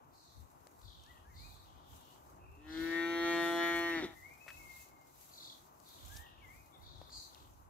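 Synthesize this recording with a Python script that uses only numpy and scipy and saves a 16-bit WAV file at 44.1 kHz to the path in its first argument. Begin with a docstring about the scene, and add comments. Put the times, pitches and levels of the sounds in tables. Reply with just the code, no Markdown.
"""A cow holds one long moo in a dry pasture; a songbird whistles and small birds buzz, stalks snap, leaves and
grass hiss, far traffic hums and wind rumbles on the microphone ports.
The moo sums overtones of one fold pulse shaped by a throat, with breath noise puffed each cycle. Whistles are
bent sines, buzzes are frequency-modulated tones, snaps are struck resonances. Hiss, hum and rumble are noise
bands that flicker; breeze and gusts drive hiss and rumble. The stereo rows are the left and right port."""
import sys
import numpy as np
from scipy import signal
from scipy.fft import rfft, irfft
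from scipy.io import wavfile
from scipy.ndimage import uniform_filter1d

SR = 44100
rng = np.random.default_rng(int(sys.argv[2]) if len(sys.argv) > 2 else 0)


def materialize(psi):
    """Save the field psi as 16-bit PCM at rate SR to the path in sys.argv[1].

    A 1-D psi becomes a single channel; in a 2-D psi each row is a channel.
    """
    bounded = np.clip(np.atleast_2d(psi).T, -1, 1)
    quanta = np.round(bounded * 32767).astype(np.int16)
    wavfile.write(sys.argv[1], SR, quanta)


N = 339369   # samples

# Uneven course of the breeze: time_s, leaf_hiss_db (before the port balance), wind_rumble_db
BREEZE = [(0.0, -79, -61.5), (0.23, -72.5, -70.5), (.55, -77, -65), (0.72, -72.5, -66.5), (1.2, -78, -60.5),
          (1.48, -72, -57), (1.84, -76.5, -68), (1.95, -69.5, -71), (2.31, -71.5, -64),
          (2.61, -78.5, -66.5), (2.83, -67, -49), (3.11, -70.5, -59.5), (3.47, -55.5, -62.5),
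          (4.1, -66, -64), (4.45, -70, -69), (4.82, -57.5, -65.5), (4.93, -76, -68.5), (5.23, -62, -70.5),
          (5.72, -75, -71), (6.15, -64.5, -58), (6.37, -78.5, -62.5), (6.56, -70, -62), (6.85, -83, -77),
          (7.17, -66.5, -66), (7.42, -68.5, -63), (7.7, -80, -65)]
HALVES = np.array([[.5], [-.5]])   # splits a left-minus-right difference over the two ports


def moo():
    """Source-filter principle: harmonics of the vocal folds pass the throat, with breath modulated each cycle."""
    # Voice level and vocal-tract shape through the moo: time_s, level_db, open_mouth_db, bright_throat_db
    moo_course = [(2.56, -68, -30, -29), (2.64, -60.5, -10, -14), (2.69, -50.5, -15.5, -8.5),
                  (2.794, -38, -28, -12.5), (2.93, -39, -17, -5), (3.278, -34.5, -9, -5.5),
                  (3.54, -35, -6.5, -6.5), (3.65, -36, -7, 0.5), (3.79, -37.5, -5, -2),
                  (3.99, -38.5, -12, -3), (4.02, -44, -10, -8), (4.045, -39, -20, -14),
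                  (4.085, -58, -1, -2), (4.15, -74, 10, 11)]
    # Overtones at the loudest moment: multiple_of_pitch, level_db
    overtones = [(1, -30), (2, -3), (3, -20), (4, -12), (5, -12.5), (6, -15.5), (7, -17.5), (8, -9),
                 (9, -13), (10, -11.5), (11, -3), (12, -14), (13, -14), (14, -19.5), (15, -36.5),
                 (16, -25.5), (17, -29.5), (18, -23), (19, -25.5), (20, -23), (21, -22), (22, -22),
                 (23, -23.5), (24, -33.5), (25, -21), (26, -21), (27, -27.5), (28, -43), (29, -57),
                 (30, -56), (31, -33), (32, -39), (33, -35.5), (34, -37), (35, -36), (36, -41), (37, -37),
                 (38, -33), (39, -52), (40, -44), (41, -40), (42, -49)]
    # Where level, mouth, throat and top act: frequency_hz
    control_hz = [340, 800, 1800, 3500]
    break_s, break_rise_s = 4.025, .09   # the voice breaks into breath, which takes over in the time before
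    voiced_breath_db, broken_breath_db = -17.5, -3   # breath against the level curve
    top_follows = 0.38   # the top overtones follow mouth and throat by this share
    nose_hz = 1480   # rings while the mouth is still closed

    first, fade, (level_db, mouth_db, throat_db) = in_time(moo_course)
    size = len(fade)
    t = (first + np.arange(size)) / SR
    hz = moo_pitch(t, break_s)
    breath_db = np.interp(t, [break_s - break_rise_s, break_s], [voiced_breath_db, broken_breath_db])
    jitter = .0008 + .12 * from_db(breath_db) ** 3   # the breathier, the less regular the folds
    phase = 2 * np.pi * np.cumsum(hz * (1 + jitter * drift(85, size=size))) / SR

    held = np.argmax(level_db)   # the overtone table holds at full voice
    top_db = top_follows * (mouth_db + throat_db)
    controls = np.array([0 * hz, mouth_db, throat_db, top_db])
    controls = controls - controls[:, [held]]
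    unrest = .015 * drift(2.5, size=size)   # tongue and jaw never hold still
    orders, orders_db = np.transpose(overtones)
    out, turn = np.zeros((2, N)), ringing_phase(orders_db)
    for k in orders:
        place = np.interp(np.log(k * hz[held]), np.log(control_hz), np.arange(4))
        low = min(int(place), 2)
        shape_db = controls[low] + (place - low) * (controls[low + 1] - controls[low])
        if k > 3:   # upper overtones slide through the throat's resonances as the pitch moves
            throat_order = k * hz / hz[held] * (1 + unrest * min(k / 14, 1))
            shape_db += np.interp(throat_order, orders, orders_db)
            shape_db -= .5 * np.minimum(controls[1], 0) * np.exp(-((k * hz - nose_hz) / 130) ** 2)
        else:
            shape_db += orders_db[int(k) - 1]
        # moving air makes high overtones waver, a little apart at each port
        unsteady = min(k / 9, 1)
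        port_wobble = np.array([drift(4, size=size), drift(4, size=size)])
        wobble_db = unsteady * (2 * drift(5, size=size) + 1.6 * port_wobble)
        apart = unsteady * 0.5 * drift(1.5, size=size) * [[1], [-1]]   # radians
        gain = np.sqrt(2) * from_db(level_db + shape_db + wobble_db) * fade
        pulse_phase = turn[int(k)] - 0.0316 * k * k   # the square term disperses the pulse
        add(out, first, gain * np.cos(k * phase + apart + pulse_phase))

    puffs = rng.standard_normal((3, size)) * (1 + 0.33 * np.cos(phase))
    puffs = puffs[0] + 0.16 * puffs[1:]   # mostly shared by the ports
    add(out, first, throat_breath(puffs) * from_db(level_db + breath_db) * fade)
    # the ground bounce arrives at a different moment at each port
    left = out[0] + 0.38 * late(out[0], 0.00034)
    right = late(out[1], .00007) + .5 * late(out[1], 0.00039)
    # thin nostril hiss reaches the left port only
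    nostril = signal.sosfilt(signal.butter(4, 8800, "high", fs=SR, output="sos"), puffs[0])
    add(left, first, rms_one(nostril) * from_db(level_db - 25.5) * fade)
    voice = np.array([left * from_db(1.5), right * from_db(-1.5)])
    return voice + from_db(-15) * trees(voice, t60=.4)


def moo_pitch(t, break_s):
    """Exponential relaxation in Hz: climbs to the held note, sags as the air runs out, flips up at the break."""
    climb_from_s, held_hz, rise_hz, rise_s = 2.48, 169.7, 44, .17   # rise_s is a time constant
    sag_hz, sag_s = 24, .04
    break_hz, flip_hz, fall_s = 163, 40, .025   # after the break it falls back with this time constant
    climb = held_hz - rise_hz * np.exp(-(t - climb_from_s) / rise_s)
    voiced = climb - sag_hz * np.exp(np.minimum(t - break_s, 0) / sag_s)
    broken = break_hz + flip_hz * np.exp(-np.maximum(t - break_s, 0) / fall_s)
    return uniform_filter1d(np.where(t < break_s, voiced, broken), size=600)


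def ringing_phase(orders_db):
    """Minimum phase from the log spectrum: every fold pulse starts sharply and then rings in the throat."""
    level = np.log(from_db(np.pad(orders_db, (1, 64 - len(orders_db)), "edge")))
    folded = irfft(level)
    folded[1:64] *= 2
    folded[65:] = 0
    return rfft(folded).imag


def throat_breath(puffs):
    """Formant filtering: parallel resonances of alternating sign color the turbulent breath."""
    # Resonances of the breath: centre_hz, width_hz, level_db
    breath_bands = [(146, 48, 1), (310, 77, 7.5), (825, 560, -5.5), (1360, 270, 1), (1920, 270, -3),
                    (2130, 73, 2.5), (3830, 700, -5), (6040, 1000, -28)]
    bands = [(-1) ** k * from_db(db) * resonance(puffs, hz, width)
             for k, (hz, width, db) in enumerate(breath_bands)]
    return rms_one(sum(bands))


def songbird():
    """Pure tones with discrete reflections: walls and tree rows echo the whistles, leaves blur them."""
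    # Whistled notes: start_s, length_s, first_hz, turn_hz, last_hz, loudest_db (before port balance), loudest_share
    notes = [(1.05, 0.16, 1585, 1970, 1815, -73.5, 0.19), (1.24, 0.079, 1620, 1660, 1870, -74.5, 0.54),
             (1.29, 0.2, 2255, 1970, 2510, -72.5, 0.83), (4.07, 0.2012, 1800, 1816, 1940, -71, .1),
             (4.15, .22, 2056, 2016, 2430, -64.5, 0.75), (4.4, 0.18, 2576, 2596, 2590, -61, 0.74),
             (4.59, 0.216, 2190, 2140, 2120, -62, 0.4), (6.09, 0.19, 1554, 1720, 1920, -64, 0.43),
             (6.41, 0.21, 2340, 1980, 2497, -68.5, 0.49)]
    # Echoes from walls and tree rows: delay_s, level_db
    echoes = [(.065, -8), (.13, -21), (.2, -20.5), (.31, -16)]
    song = whistles(notes)
    song = song + sum(from_db(db) * late(song, delay_s) for delay_s, db in echoes)
    ports = np.array([song * from_db(7.0), late(song, 0.00049) * from_db(-1.5)])
    return ports + from_db(-2) * trees(song, t60=.3)


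def rising_tones():
    """Pure tones without reflections: faint glides rise before the moo and near its end, equal at both ports."""
    # Gliding notes: start_s, length_s, first_hz, turn_hz, last_hz, loudest_db, loudest_share
    glides = [(2.38, .3, 339, 373, 438, -69, .4), (3.89, 0.082, 2280, 2470, 3000, -53.5, 0.47)]
    return whistles(glides)


def whistles(notes):
    """Frequency glide of near sines that waver in strength; each note can bend once and swells once."""
    turn_share, settle_share = 0.31, .85   # of the length: where a note turns and reaches its last pitch
    start_db, end_db = -5.5, -7   # ends of a note against its loudest point
    out = np.zeros(N)
    for s, length, first_hz, turn_hz, last_hz, db, loudest in notes:
        first, fade, (share,) = in_time([(s, 0), (s + length, 1)], fade_s=0.013)
        hz = np.interp(share, [0, turn_share, settle_share], [first_hz, turn_hz, last_hz])
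        level_db = db + np.interp(share, [0, np.clip(loudest, .02, .98), 1], [start_db, 0, end_db])
        tone = np.sin(2 * np.pi * np.cumsum(hz * (1 + 0.004 * drift(57, size=len(hz)))) / SR)
        add(out, first, np.sqrt(2) * tone * fade * from_db(level_db + 3.9 * drift(30, size=len(hz))))
    return out


def buzzes():
    """Frequency modulation: a warble sweeps a tone, a faster rasp roughens it, two upper partials ride above."""
    # Buzzing calls: start_s, length_s, first_hz, last_hz, after_attack_db, before_release_db,
    # sweep_depth (share of pitch, weighted below), left_minus_right_db, upper_partials_db,
    # direct_db (share of power heard directly; the rest comes scattered by the leaves)
    calls = [(0.101, 0.31, 4770, 3800, -65.5, -68, 0.14, 0, -7, -9),
             (0.796, 0.43, 4090, 3236, -59.5, -70.5, 0.19, 3.5, -15, -4),
             (1.328, 0.35, 4210, 4006, -58.5, -67, 0.12, 2.5, -16, -5),
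             (1.618, 0.55, 3600, 3304, -72.5, -67, .17, 4, -10, -8.5),
             (2.374, .4, 2550, 2636, -69.5, -71, 0.048, -2, -32, -6),
             (2.663, 0.33, 4370, 3860, -54, -56, .2, 1.05, -15, -3.5),
             (5.297, 0.27, 4274, 3794, -57.5, -52, 0.14, 0.5, -13, -1.5),
             (5.824, 0.66, 4090, 2920, -61, -67.5, 0.15, 2.5, -15.5, -4.5),
             (6.715, 0.08, 3500, 3570, -60.5, -70, 0.047, 8.5, -24, -1),
             (6.796, 0.36, 3985, 3780, -60.5, -63.5, 0.14, 3.2, -15, -4.5),
             (7.09, 0.2, 4660, 3980, -47, -54, 0.098, 2.5, -8, -5),
             (7.292, 0.2, 4190, 3670, -64.5, -68.5, 0.26, 3, -15, -2.5)]
    warble_hz, rasp_hz = 43.1, 208
    attack_s, release_s, ends_db = .05, .08, -8
    direct, hidden = np.zeros((2, 2, N))
    for s, length, first_hz, last_hz, early_db, late_db, depth, side_db, upper_db, direct_db in calls:
        envelope = [(s, early_db + ends_db), (s + attack_s, early_db),
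                    (s + max(length - release_s, attack_s), late_db), (s + length, late_db + ends_db)]
        first, fade, (level_db,) = in_time(envelope, fade_s=0.031)
        size = len(fade)
        hz = np.geomspace(first_hz, last_hz, size)
        warble = 2 * np.pi * np.cumsum(warble_hz * (1 + 0.0397 * drift(5.43, size=size))) / SR
        rasp = 2 * np.pi * np.cumsum(rasp_hz * (1 + 0.0932 * drift(18.6, size=size))) / SR
        swing = .3 + .85 * np.sin(warble) + .4 * np.sin(rasp) + .3 * drift(120, size=size)
        phase = 2 * np.pi * np.cumsum(hz * (1 + depth * swing)) / SR
        beat = from_db(-30 * depth * np.sin(warble) + 3 * drift(100, size=size))   # loudest at the low turn
        upper = np.sin(1.5 * phase) + 0.52 * np.sin(1.85 * phase)
        tone = (np.sin(phase) + from_db(upper_db) * upper) * beat
        call = rms_one(tone) * fade * from_db(level_db + HALVES * side_db)
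        direct_gain = from_db(min(direct_db, 0))
        add(direct, first, call * direct_gain)
        add(hidden, first, call * np.sqrt(1 - direct_gain ** 2))
    return np.array([direct[0], late(direct[1], .0004)]) + trees(hidden, t60=.3)


def snaps():
    """Impulsive excitation of a broad resonance: stalks break sharply and small knocks die in noise."""
    # Snapping stalks and knocks: start_s, peak_db (before the split), centre_hz, t60_s, left_minus_right_db
    breaks = [(.668, -49.5, 597, 0.011, 5), (0.671, -50.5, 2030, 0.0067, 12), (.671, -50, 7060, 0.0061, 13),
              (.816, -56, 4500, 0.013, 5), (1.037, -50, 5900, 0.0092, 0), (1.064, -53, 5000, 0.0092, -8),
              (1.93, -55, 1010, 0.02, 5), (2.16, -50.5, 910, .03, 0), (4.465, -48, 660, 0.17, 3),
              (4.480, -40, 1600, 0.11, 6), (4.504, -39.5, 1690, 0.027, 4), (5.801, -50.5, 7100, 0.01, 5),
              (5.888, -58, 9000, 0.0099, 20), (6.060, -49, 9150, 0.015, 11),
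              (6.165, -42.5, 5200, 0.058, -4), (7.015, -41, 620, 0.025, 4), (7.095, -53, 1370, 0.016, 11),
              (7.347, -47.5, 4000, 0.01, 15)]
    out, t = np.zeros((2, N)), np.arange(4000) / SR
    for s, peak_db, hz, t60, side_db in breaks:
        force = rng.standard_normal(len(t)) * from_db(-60 * t / t60)
        force[:max(round(SR / hz / 3), 1)] = -1.2   # the break pushes one way for a third of a cycle
        burst = resonance(force, hz, 0.44 * hz)
        add(out, round(s * SR), burst / np.abs(burst).max() * from_db(peak_db + HALVES * side_db))
    return out


def leaf_hiss(gust_hiss):
    """Turbulent rustling: broadband noise of leaves and dry grass follows breeze and gusts."""
    # Spectrum of the hiss: frequency_hz, density_db (per Hz, relative)
    hiss_spectrum = [(1470, -38), (2500, 21), (2740, -18.5), (3780, 9.5), (4540, -3), (5990, 7),
                     (7890, 7.5), (9270, 7.5), (13100, 8), (15600, -36)]
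    leaves = banded_noise(hiss_spectrum, patchy_db=1.3, alike=0.037, right_lag_s=0) * crackle(per_s=12.0)
    top, rustle = [signal.sosfilt(signal.butter(6, 9300, kind, fs=SR, output="sos"), leaves)
                   for kind in ("high", "low")]
    top = rms_one(top) * from_db(np.array([[4.5], [-4.5]]))   # only the top of the hiss leans left
    rustle = rms_one(rustle) * from_db(1.5)
    return (top + rustle) * np.hypot(from_db(breeze_db()[0]), gust_hiss)


def crackle(per_s):
    """Poisson impulses: dry grass ticks make the gain jump at random moments and die in milliseconds."""
    ticks = (rng.random(N) < per_s / SR) * rng.random(N)
    return 1 + 1.14 * signal.lfilter([1], [1, -np.exp(-1 / (0.0076 * SR))], ticks + 1e-18)


def traffic_hum():
    """Superposition of many noise bands: the low hum of far traffic swells and sinks."""
    # Spectrum of the traffic: frequency_hz, density_db (per Hz, relative)
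    hum_spectrum = [(76, -11), (130, 4), (215, -5), (307, 3), (429, -6), (1000, 4), (1930, -21.5),
                    (2140, -20), (2490, -40.5), (2800, -14.5), (3640, -65), (6160, -120)]
    # Slow swell of the traffic: time_s, swell_db
    swell = [(0, -1.5), (2.2, -0.5), (4.0, -1), (4.8, 1), (6.2, -1), (7.2, 1), (7.7, -1.5)]
    swell_db = np.interp(np.arange(N) / SR, *np.transpose(swell))
    hum = banded_noise(hum_spectrum, patchy_db=.8, alike=.6, right_lag_s=.00047)
    return hum * from_db(-63 + swell_db + np.array([[2.5], [-.4]]))


def wind_rumble(gust_rumble):
    """Flow noise: wind on the microphone ports makes low noise; breeze and gusts add in power."""
    # Spectrum of wind on the ports: frequency_hz, density_db (per Hz, relative)
    rumble_spectrum = [(12, -39), (20, -36), (36, -10.5), (59, -1.5), (81, -2.5), (200, -26.5), (260, -20),
                       (440, -120)]
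    rumble = banded_noise(rumble_spectrum, patchy_db=2., alike=.45, right_lag_s=.0005)
    return rumble * np.hypot(from_db(breeze_db()[1]), gust_rumble)


def breeze_db():
    """Piecewise-linear level envelopes of leaf hiss and wind rumble, padded to the full length."""
    _, _, columns = in_time(BREEZE)
    return [np.pad(c, (0, N - len(c)), "edge") for c in columns]


def gusts():
    """Amplitude modulation: each gust is one smooth bump in the rumble at each port and in the leaf hiss."""
    # Gusts on ports and leaves: centre_s, half_length_s, rumble_db, left_minus_right_db, leaf_hiss_db
    gust_rows = [(.41, 0.077, -54, 12, -78), (0.637, .08, -64, 23, -95), (0.862, 0.13, -56, 9, -94),
                 (1.483, 0.18, -56.5, -10, -86), (1.94, 0.11, -62, -6, -72), (2.825, 0.21, -55, -5, -71),
                 (3.95, 0.58, -59.5, -6, -83), (6.066, 0.11, -59.5, -24, -69),
                 (6.171, 0.096, -47, -14, -59), (6.82, 0.089, -62, -16, -77.5),
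                 (6.958, 0.13, -61.5, 11, -78), (7.176, 0.053, -57, 6, -83)]
    rumble, hiss = np.zeros((2, N)), np.zeros(N)
    for centre_s, half_s, rumble_db, side_db, hiss_db in gust_rows:
        first = int((centre_s - half_s) * SR)
        bump = np.hanning(int(2 * half_s * SR))
        add(rumble, first, bump * from_db(rumble_db + HALVES * side_db))
        add(hiss, first, bump * from_db(hiss_db))
    return rumble, hiss


def banded_noise(spectrum, patchy_db, alike, right_lag_s):
    """Partial coherence: third-octave noise bands flicker; their shared part reaches the right port later."""
    out, (low_hz, _), (high_hz, _) = 0, spectrum[0], spectrum[-1]
    edges = low_hz * 2 ** np.arange(0, np.log2(high_hz / low_hz), 1 / 3)
    white = rng.standard_normal((2, 3, N))
    together = drift(2.13)   # flicker common to all bands
    pairs = []
    for w in white:
        shared = np.array([w[0], late(w[0], right_lag_s)])
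        pairs.append(np.sqrt(alike) * shared + np.sqrt(1 - alike) * w[1:])
    for k, (low, high) in enumerate(zip(edges, np.append(edges[1:], high_hz))):
        bandpass = signal.butter(2, [low, high], "band", fs=SR, output="sos")
        band = signal.sosfilt(bandpass, pairs[k % 2])   # neighbors use different noise
        flicker_db = patchy_db * (drift(9.0) + 1.97 * together)
        out = out + band * from_db(at_hz(spectrum, np.sqrt(low * high)) + flicker_db)
    return rms_one(out)


def trees(x, t60):
    """Diffuse scattering: leaves and trunks spread sound into a smooth tail, different at each port."""
    t = np.arange(int(t60 * SR)) / SR
    tail = rng.standard_normal((2, len(t))) * from_db(-60 * t / t60) * np.clip(t / 0.025, 0, 1)
    tail /= np.sqrt(np.sum(tail ** 2, axis=1, keepdims=True))
    return signal.fftconvolve(np.broadcast_to(x, (2, N)), tail, axes=1)[:, :N]


def resonance(x, hz, width):
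    """Damped two-pole resonator: bandwidth in Hz sets the decay; gain is about 1 at the peak."""
    r = np.exp(-np.pi * width / SR)
    zeros = np.array([1, 0, -1]) * (1 - r * r) / 2
    return signal.lfilter(zeros, [1, -2 * r * np.cos(2 * np.pi * hz / SR), r * r], x)


def drift(rate, size=N):
    """Low-pass filtered chance of spread about 1, with its corner set by rate in Hz."""
    r = np.exp(-80 * np.pi * rate / SR)   # drawn every 40 samples
    slow = signal.lfilter([1], [1, -2 * r, r * r], rng.standard_normal(size // 40 + 1002))[1000:]
    spread = np.sqrt((1 + r * r) / (1 - r * r) ** 3)
    return np.interp(np.arange(size) / 40, np.arange(len(slow)), slow / spread)


def late(x, seconds):
    """Propagation delay in whole samples."""
    n = max(round(seconds * SR), 0)
    return np.concatenate([np.zeros(n), x[:len(x) - n]])


def in_time(rows, fade_s=0.0093):
    """Linear envelope: first sample, a fade window and the columns of a curve over its own span."""
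    s, *columns = np.transpose(rows)
    first = max(int(s[0] * SR), 0)
    t = np.arange(first, min(int(s[-1] * SR), N)) / SR
    fade = np.clip(np.minimum(t - s[0], s[-1] - t) / fade_s, 0, 1)
    return first, fade, [np.interp(t, s, c) for c in columns]


def at_hz(points, hz):
    """Spectral interpolation on a log-frequency axis."""
    points_hz, points_db = np.transpose(points)
    return np.interp(np.log(hz), np.log(points_hz), points_db)


def from_db(db):
    """Logarithmic level in dB to amplitude gain."""
    return 10 ** (np.asarray(db) / 20)


def rms_one(x):
    """Power normalization: scales to rms 1."""
    return x / np.sqrt(np.mean(x ** 2) + 1e-20)


def add(out, first, x):
    """Superposition: mixes x in from sample first."""
    out[..., first:first + x.shape[-1]] += x[..., :N - first]


def scene():
    """Superposition of all sources in the pasture."""
    gust_rumble, gust_hiss = gusts()
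    animals = moo() + songbird() + rising_tones() + buzzes()
    background = leaf_hiss(gust_hiss) + traffic_hum() + wind_rumble(gust_rumble)
    return animals + snaps() + background


def record(dry):
    """Band limiting: the microphone drops the deepest bass; the top is cut."""
    dry = signal.sosfilt(signal.butter(4, 38, "high", fs=SR, output="sos"), dry)
    return signal.sosfilt(signal.ellip(12, .5, 75, 15680, fs=SR, output="sos"), dry)


dry = scene()
out = record(dry)
materialize(out)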